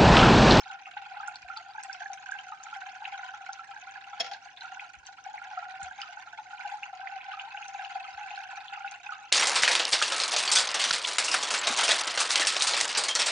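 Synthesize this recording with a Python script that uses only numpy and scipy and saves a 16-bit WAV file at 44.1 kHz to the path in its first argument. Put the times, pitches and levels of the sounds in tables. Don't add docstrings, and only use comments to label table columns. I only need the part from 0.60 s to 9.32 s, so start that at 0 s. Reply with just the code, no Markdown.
import sys
import numpy as np
from scipy import signal
from scipy.fft import rfft, irfft
from scipy.io import wavfile
from scipy.ndimage import uniform_filter1d

SR = 44100
rng = np.random.default_rng(int(sys.argv[2]) if len(sys.argv) > 2 else 0)


def wav_record(signal):
    frames = np.transpose(np.atleast_2d(signal))
    bounded = np.clip(frames, -1, 1)
    quanta = np.round(bounded * 32767).astype(np.int16)
    wavfile.write(sys.argv[1], SR, quanta)


N = 384552
T = np.arange(N) / SR
TOP_HZ = 9900

# pitch in Hz, level in dB.
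HUM = [(100, -82), (150, -86), (250, -91.5), (300, -88)]
# frequency in Hz, relative level in dB.
AIR_COLOUR = [(25, -5.5), (60, -4), (100, -1), (200, -0.5), (400, -3.5), (510, -1), (600, 0.5), (1500, -37),
              (5000, -6), (10000, -26.5)]
# start in seconds, level in dB, pitch in Hz, left minus right in dB.
BUMPS = [(.828, -60, 62, 20), (4.362, -58, 64, 20), (5.222, -52, 76, 18), (7.535, -61, 70, -12)]
# start in seconds, strength in dB.
KNOCK_CONTACTS = [(3.599, -4), (3.604, -3.5), (3.643, -10), (3.662, -12.5), (3.713, -12), (3.736, -14)]
# pitch in Hz, relative level in dB,
# time to fade by 60 dB in seconds, left minus right in dB.
KNOCK_MODES = [(241, -24, .08, 9), (502, -17, .15, 0), (690, -1, .1, 3), (2050, -1, .03, -1),
               (2562, -4, .05, -8), (3205, -2, .04, 9), (3305, 4, .062, -11), (4290, -1.5, .045, 5),
               (5082, 0, .04, 7), (5451, 2.5, .05, 16), (6800, -4.5, .035, 9.5), (9200, -17, .04, 11)]
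# frequency in Hz, relative level in dB.
CRACK_COLOUR = [(60, -22), (220, -10), (400, -20.5), (750, 5.5), (1100, -7.5), (1800, 3.5), (4800, 0),
                (6800, -7), (7800, -59)]
# time in seconds, level in dB.
FLOW = [(0.0, -45.5), (0.62, -43.5), (0.8, -47.5), (1.4, -43), (1.9, -46.5), (2.55, -41.5), (3.12, -45.5),
        (3.3, -42.5), (3.6, -41.5), (3.85, -48.5), (4.05, -45.5), (4.55, -49), (4.72, -46.5), (5.0, -40),
        (5.35, -45), (5.9, -44.5), (6.05, -41.5), (6.35, -43.5), (6.72, -40.5), (7.08, -44.5), (7.22, -40),
        (7.65, -40), (7.95, -42.5), (8.7, -44)]
# time in seconds, level in dB.
SPLATTER_LEVEL = [(0, -58.5), (0.3, -67), (1.2, -60.5), (1.8, -62.5), (3.1, -61), (4.5, -63), (5.55, -61),
                  (6.2, -57), (6.4, -67), (7.27, -58), (8.7, -60.5)]
# frequency in Hz, relative level in dB.
SPLATTER_COLOUR = [(1200, -13), (2200, -4.5), (3000, 2), (4300, 1.5), (5200, -4), (6000, 2.5), (7000, -1.5),
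                   (8000, -19), (8700, -13.5), (10000, -33)]
# frequency in Hz, relative level in dB.
SPRAY_COLOUR = [(600, -22), (980, 8), (1190, -7.5), (1500, 10), (1850, 3.5), (2350, 8.5), (3600, -1.5),
                (5000, -5), (7000, -6.5), (9000, -43)]
# pitch in Hz, spread of pitch in Hz,
# relative level in dB.
POCKET_MODES = [(782, 30, 0), (1470, 80, -1), (2590, 170, -9)]
# time in seconds, lift in dB.
TOP_MODE_LIFT = [(0, 4), (5.8, -1), (6.7, 4), (8.7, 9.5)]
# time of the peak in seconds, level in dB, pitch in Hz.
PLINKS = [(0.006, -34, 5320), (0.258, -35.5, 2590), (0.375, -34, 2800), (0.677, -31, 6980),
          (0.758, -32, 4430), (0.974, -28.5, 4520), (1.236, -29.5, 7420), (1.33, -31, 5470),
          (1.534, -32.5, 6050), (1.715, -37, 6730), (1.790, -32, 2960), (2.037, -32.5, 6650),
          (2.144, -42.5, 3100), (2.453, -28, 2590), (2.524, -30.5, 2340), (2.932, -30, 5940),
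          (3.735, -30.5, 4290), (3.973, -37.5, 3600), (4.01, -33, 4010), (4.197, -29.5, 2430),
          (4.468, -32.5, 6180), (4.472, -41, 3060), (4.78, -33.5, 2140), (5.232, -29.5, 6960),
          (5.402, -34.5, 2400), (5.417, -30, 4950), (5.418, -28, 2930), (6.01, -34, 2290),
          (6.233, -25, 2660), (6.473, -30.5, 2170), (6.613, -34.5, 2480), (6.717, -36, 2900),
          (6.797, -27, 2860), (6.974, -31, 2670), (7.027, -32.5, 2720), (7.083, -34.5, 6000),
          (7.248, -30, 2820), (7.707, -32, 2600), (7.76, -36.5, 4170), (8.083, -33, 3310),
          (8.278, -31, 2560), (8.313, -34.5, 6230)]
# time of the peak in seconds, low mode level in dB,
# low mode pitch in Hz, upper mode level in dB.
GULPS = [(0.103, -38.5, 814, -33), (0.371, -31, 825, -31), (0.569, -36, 825, -42.5),
         (0.603, -41.5, 860, -31), (0.635, -36.5, 810, -31.5), (0.683, -35.5, 834, -27.5),
         (0.904, -64, 806, -29.5), (0.925, -57, 817, -35.5), (0.971, -38.5, 867, -34),
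         (1.153, -37.5, 867, -36.5), (1.184, -36, 854, -29), (1.299, -34.5, 784, -31),
         (1.421, -40, 845, -29), (1.461, -35.5, 781, -30), (1.504, -30.5, 781, -39), (1.692, -42, 767, -30),
         (1.722, -53, 785, -23.5), (1.753, -38, 823, -32.5), (1.923, -35.5, 860, -33),
         (2.069, -44, 877, -34.5), (2.131, -37, 843, -29.5), (2.221, -46, 787, -32),
         (2.423, -34.5, 862, -36.5), (2.527, -32.5, 798, -40), (2.547, -45.5, 809, -34.0),
         (2.596, -38.5, 803, -34.5), (2.635, -47, 740, -31), (2.693, -50, 810, -32.5),
         (2.742, -40.5, 833, -33), (2.894, -32, 786, -28), (2.996, -50, 795, -31), (3.166, -41.5, 840, -33),
         (3.359, -47, 860, -34), (3.533, -38.5, 812, -35.5), (3.719, -32.5, 803, -41),
         (3.746, -42, 845, -36), (4.022, -46, 910, -34.5), (4.053, -52.5, 796, -34),
         (4.173, -45.0, 800, -35), (4.666, -31, 768, -62), (4.691, -37, 834, -62), (4.743, -31, 830, -50),
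         (4.819, -37.5, 798, -36.5), (4.977, -28, 741, -26.5), (5.029, -37.5, 822, -33),
         (5.089, -34.5, 776, -39.5), (5.204, -32, 780, -50), (5.313, -44.5, 869, -32),
         (5.433, -56, 794, -34.0), (5.574, -38.5, 837, -34), (5.675, -44, 837, -37.5),
         (5.734, -43, 864, -37.0), (5.788, -33, 867, -37.5), (6.002, -40.5, 760, -31.0),
         (6.054, -28.5, 812, -35), (6.12, -33.5, 810, -45), (6.143, -28, 832, -52),
         (6.399, -34.5, 762, -39), (6.46, -35.5, 769, -39), (6.526, -32, 800, -39),
         (6.686, -32.5, 773, -36), (6.72, -40, 820, -34), (6.738, -43, 767, -33.5), (6.878, -38, 891, -49),
         (6.949, -34, 815, -35), (6.976, -41.5, 820, -38), (7.15, -30, 800, -53), (7.195, -32, 784, -35.5),
         (7.232, -33.5, 786, -42.5), (7.359, -26, 771, -39.0), (7.488, -34, 765, -44),
         (7.613, -33, 826, -36), (7.778, -32.5, 790, -30.5), (8.128, -36, 790, -34.5),
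         (8.176, -35, 809, -35), (8.208, -34.5, 792, -34.5), (8.248, -31.5, 791, -28),
         (8.494, -37.5, 816, -29), (8.524, -62, 810, -28), (8.554, -45, 788, -39)]
# frequency in Hz, left minus right in dB,
# phase lead of the left in radians.
PORTS = [(594, 1, -.3), (790, 3, -.2), (990, 5.5, -.7), (1160, -1, -1.8), (1350, -5, -.8),
         (1590, -7.5, -1.5), (1850, -6, -.2), (2580, -2, -.3), (2950, 2.5, -1.6), (3870, -1, .5),
         (5800, 2, 2.2)]


def undb(db):
    return 10 ** (np.asarray(db) / 20)


def level(x, db):
    return x * undb(db) / np.sqrt(np.mean(x ** 2))


def pan(db):
    return undb(np.array([[db], [-db]]) / 2)


def stereo_noise(count=N, apart=1):
    return rng.standard_normal(count) + apart * rng.standard_normal((2, count))


def add(out, s, sound):
    i = int(np.clip(s * SR, 0, N))
    out[..., i:i + sound.shape[-1]] += sound[..., :N - i]


def on_log_axis(hz, points, axis=1):
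    points = np.array(points, float)
    return np.interp(np.log(hz + 1), np.log(points[:, 0]), points[:, axis])


def colour(x, points, size=2048):
    gains = undb(on_log_axis(np.fft.rfftfreq(size, 1 / SR), points))
    cepstrum = irfft(np.log(gains))
    cepstrum[1:size // 2] *= 2
    cepstrum[size // 2 + 1:] = 0
    response = irfft(np.exp(rfft(cepstrum)))
    return np.apply_along_axis(signal.oaconvolve, -1, x, response)[..., :N]


def highpass(x, hz, order=4):
    return signal.sosfilt(signal.butter(order, hz, "high", fs=SR, output="sos"), x)


def lowpass(x, hz, order):
    return signal.sosfilt(signal.butter(order, hz, fs=SR, output="sos"), x)


def ring(hz, rise, cycles, glide):
    turn = np.arange(int((7 * cycles + rise) * SR / hz) + 2) * hz / SR
    shape = (1 - np.exp(-(turn / rise) ** 2)) * np.exp(-turn / cycles)
    pitch = hz * (1 + glide * (np.tanh(turn / cycles / 2) - np.tanh(rise / cycles)))
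    return shape / shape.max() * np.exp(2j * np.pi * np.cumsum(pitch) / SR)


def place(tone, pan_db, lead):
    turned = np.exp(.5j * lead * np.array([[1], [-1]]))
    return (tone * pan(pan_db) * turned).imag


def echoes(x, t60, wet_db, gap_s, dull_hz):
    t = T[:SR // 2]
    fade = undb(-60 * t / t60) * (1 - np.exp(-(t / gap_s) ** 2))
    tail = rng.standard_normal((2, len(t))) * fade
    tail *= undb(wet_db) / np.sqrt(np.sum(tail ** 2) / 2)
    return signal.oaconvolve(x, lowpass(tail, dull_hz, order=1), axes=1)[:, :N]


def pump_and_air(air_db=-74.0, apart=0.64):
    hum = 0
    for hz, db in HUM:
        waver = np.interp(T, np.linspace(0, T[-1], 60), np.cumsum(rng.standard_normal(60)))
        hum = hum + undb(db) * np.sqrt(2) * np.sin(2 * np.pi * hz * T + waver * hz / 400)
    air = level(colour(stereo_noise(apart=apart), AIR_COLOUR), air_db)
    return pan(2.3) * (hum + air)


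def bumps(thud_db=1, thud_hz=150):
    out = np.zeros((2, N))
    hardest = max(row[1] for row in BUMPS)
    for s, db, hz, pan_db in BUMPS:
        size = undb(db - abs(pan_db) / 4)
        low = place(ring(hz, .9, 1.1, -.2), pan_db, 0)
        high = place(ring(thud_hz, 0.98, 0.64, 0), pan_db, 0)
        add(out, s, size * low)
        add(out, s, size * undb(thud_db + db - hardest) * high)
    return out + echoes(out, t60=0.41, wet_db=-10.0, gap_s=0.019, dull_hz=2010)


def knock(ring_db=-22.5, crack_db=-30, crack_t60=0.089):
    out, contact, t = np.zeros((2, N)), np.zeros(N), T[:SR // 3]
    hiss = level(colour(stereo_noise(), CRACK_COLOUR), crack_db)
    for s, db in KNOCK_CONTACTS:
        add(contact, s, undb(db - 60 * t / crack_t60) * np.tanh(t / 0.00037))
        lucks = rng.standard_normal(len(KNOCK_MODES))
        for (hz, mode_db, t60, pan_db), luck in zip(KNOCK_MODES, lucks):
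            fade = undb(ring_db + db * (2.76 + 0.32 * luck) + mode_db - 60 * t / t60)
            onset = 1 - np.exp(-t / 0.0014)
            tone = np.sin(2 * np.pi * hz * (t + s))
            add(out, s, pan(pan_db) * fade * tone * onset)
    chatter = level(lowpass(rng.standard_normal((2, N)), 130, order=2), -7)
    out = out * (1 + chatter) + contact * hiss
    return out + echoes(out, t60=.3, wet_db=-14, gap_s=.025, dull_hz=7000)


def flow_db(s):
    return np.interp(s, *np.transpose(FLOW))


def uneven_times(per_s, stray_turns=1.5):
    count = int(per_s * N / SR)
    turns = np.arange(count) + stray_turns * rng.uniform(-1, 1, count)
    return turns / per_s % (N / SR)


def spurts(gulp_rows, plink_rows, scatter_db=5.5, splash_s=.010, splash_db=0.5):
    s = uneven_times(80)
    db = scatter_db * np.sqrt(6) * (rng.random(len(s)) - rng.random(len(s)))
    bubbles = np.r_[gulp_rows[:, 0], plink_rows[:, 0]]
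    sizes = np.full(len(bubbles), undb(splash_db))
    splashes = [np.c_[bubbles + lag, sizes] for lag in (-splash_s, splash_s / 2)]
    return np.vstack([np.c_[s, undb(db)], *splashes])


def cloud(breaks, pitches, cycles, glide, spread_s, scatter_db, largest_db, count):
    out, rings = np.zeros((2, N)), []
    for hz, (life, bend) in zip(pitches, rng.standard_normal((len(pitches), 2))):
        tone = ring(hz, cycles / 2, cycles * undb(4 * life), glide * (1 + bend))
        rings.append(tone * np.sqrt(hz))
    for s, size in breaks:
        lags = rng.exponential(spread_s, count)
        picks = rng.integers(len(rings), size=count)
        for lag, k, (loud, side, lead) in zip(lags, picks, rng.standard_normal((count, 3))):
            gain = min(size * undb(scatter_db * loud), undb(largest_db))
            add(out, s + lag, gain * place(rings[k], 4 * side, lead * pitches[k] / 1800))
    return level(out, 0)


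def splatter(breaks, fizz_db=-11):
    drops = cloud(breaks, np.linspace(2400, 9200, 150), cycles=6.5, glide=.05, spread_s=.007,
                  scatter_db=6.5, largest_db=18, count=12)
    fizz = level(stereo_noise(), fizz_db)
    loudness = undb(np.interp(T, *np.transpose(SPLATTER_LEVEL)))
    return level(colour(drops + fizz, SPLATTER_COLOUR), 0) * loudness


def spray(breaks, wash_db=-10, spray_db=-8.5):
    out = cloud(breaks, np.geomspace(950, 5200, 200), cycles=5, glide=.1, spread_s=.008,
                scatter_db=6, largest_db=14, count=16)
    swell = np.sqrt(uniform_filter1d(np.mean(out ** 2, 0), SR // 25) + .2)
    wash = colour(stereo_noise(), [(900, 0), (8500, -6)])
    return level(colour(out + level(swell * wash, wash_db), SPRAY_COLOUR), spray_db)


def gurgle(breaks, rise=4.0, cycles=9, spread_s=.012, scatter_db=3, gurgle_db=-4.5):
    out, count = np.zeros(N), len(breaks)
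    top_lift = np.interp(breaks[:, 0], *np.transpose(TOP_MODE_LIFT))
    lifts_db = np.zeros(count), np.zeros(count), top_lift
    for (mode_hz, spread_hz, mode_db), lift_db in zip(POCKET_MODES, lifts_db):
        rings = [ring(mode_hz + spread_hz * off, rise, cycles * undb(2 * life), 0.018 * bend)
                 for off, life, bend in rng.standard_normal((150, 3))]
        lags = rng.exponential(spread_s, count)
        picks = rng.integers(len(rings), size=count)
        levels_db = mode_db + lift_db + scatter_db * rng.standard_normal(count)
        for (s, size), db, lag, k in zip(breaks, levels_db, lags, picks):
            add(out, s + lag, size * undb(db) * rings[k].imag)
    return level(highpass(out, 700, order=8), gurgle_db)


def drips(rows, snap_db=-7, t60=0.0097, above_hz=3600):
    out, t = np.zeros((2, N)), T[:SR // 20]
    for s, db, hz in rows:
        if hz > above_hz:
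            snap = stereo_noise(len(t), apart=.5)
            add(out, s - .002, undb(db + snap_db - 60 * t / t60) * snap)
    return signal.sosfilt(signal.butter(3, (3800, 7300), "band", fs=SR, output="sos"), out)


def plinks(rows, gain_db=0.1, rise=2.6, cycles=5, chirp_hz=550, brood_db=-13, brood_s=0.0043, count=5):
    out = np.zeros((2, N))
    for (s, db, hz), chance in zip(rows, rng.standard_normal((len(rows), count + 1, 5))):
        for k, (life, bend, side, lag, off) in enumerate(chance):
            when, bubble_db, pitch = s, db, hz
            if k > 0:
                when, bubble_db, pitch = s + brood_s * (.5 + lag), db + brood_db, hz * undb(1.5 * off)
            glide = chirp_hz / pitch * undb(2 * bend)
            tone = ring(min(pitch, TOP_HZ), rise, cycles * undb(2 * life), glide)
            start = when - abs(tone).argmax() / SR
            add(out, start, undb(bubble_db + gain_db) * place(tone, 2 * side, lag / 2))
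    return out


def all_gulps(per_s=12, low_db=3, upper_db=1.5, scatter_db=3):
    s = uneven_times(per_s)
    low_luck, pitch_luck, upper_luck = rng.standard_normal((len(s), 3)).T
    low_hz, low_spread, _ = POCKET_MODES[0]
    lesser = np.c_[s,
                   flow_db(s) + low_db + scatter_db * low_luck,
                   low_hz + low_spread * (pitch_luck + pitch_luck ** 2 / 2),
                   flow_db(s) + upper_db + scatter_db * upper_luck]
    free = abs(s[:, None] - np.array(GULPS)[:, 0]).min(1) > .028
    return np.vstack([GULPS, lesser[free]])


def gulps(rows, upper_db=-1.0, low_cycles=9, upper_cycles=7.54, slosh_db=-10, slosh_s=.013):
    out, rise, detune = np.zeros((2, N)), 4.6, .045
    upper_hz, upper_spread, _ = POCKET_MODES[1]
    for (s, db1, hz1, db2), chance in zip(rows, rng.standard_normal((len(rows), 2, 7))):
        low = db1, hz1, low_cycles
        upper = db2 + upper_db, upper_hz + upper_spread * chance[0, 0], upper_cycles
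        for (db, hz, cycles), (_, life, bend, side, lead, late, off) in zip((low, upper), chance):
            tone = ring(hz, rise, cycles * undb(2 * life), detune * bend / 2)
            start = s - abs(tone).argmax() / SR
            add(out, start, undb(db) * place(tone, side, lead / 2))
            slosh = ring(hz * (1 + detune * off), rise, cycles, detune / 2)
            slosh_start = start + slosh_s * undb(2 * late)
            add(out, slosh_start, undb(db + slosh_db) * place(slosh, -side, lead / 2))
    return highpass(out, 690, order=8)


def to_ports(wet):
    hz = np.fft.rfftfreq(N, 1 / SR)
    tilt = undb(on_log_axis(hz, PORTS) / 2) * np.exp(.5j * on_log_axis(hz, PORTS, axis=2))
    paths = np.array([tilt, 1 / tilt])
    paths /= np.sqrt(np.mean(abs(paths) ** 2, 0))
    return irfft(rfft(wet) * paths, N)


def water():
    gulp_rows, plink_rows = all_gulps(), np.array(PLINKS)
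    breaks = spurts(gulp_rows, plink_rows)
    stream = undb(flow_db(T)) * (gurgle(breaks) + spray(breaks))
    bubbles = gulps(gulp_rows) + plinks(plink_rows) + drips(plink_rows)
    direct = to_ports(stream + splatter(breaks) + bubbles)
    short = highpass(direct, 1900, order=2)
    drift = 2 * np.pi * T / 5
    tank = 0
    for share in (np.cos(drift), np.sin(drift)):
        tank = tank + share * echoes(short, t60=0.056, wet_db=-5.5, gap_s=.002, dull_hz=6000)
    room = echoes(direct, t60=.4, wet_db=-11.5, gap_s=.01, dull_hz=3500)
    return direct + tank + room


def scene():
    background = pump_and_air() + highpass(bumps(), 36, order=3)
    return background + highpass(knock(), 110, order=2) + water()


def record(dry):
    return signal.sosfilt(signal.ellip(8, .2, 70, TOP_HZ, fs=SR, output="sos"), dry)


dry = scene()
out = record(dry)
wav_record(out)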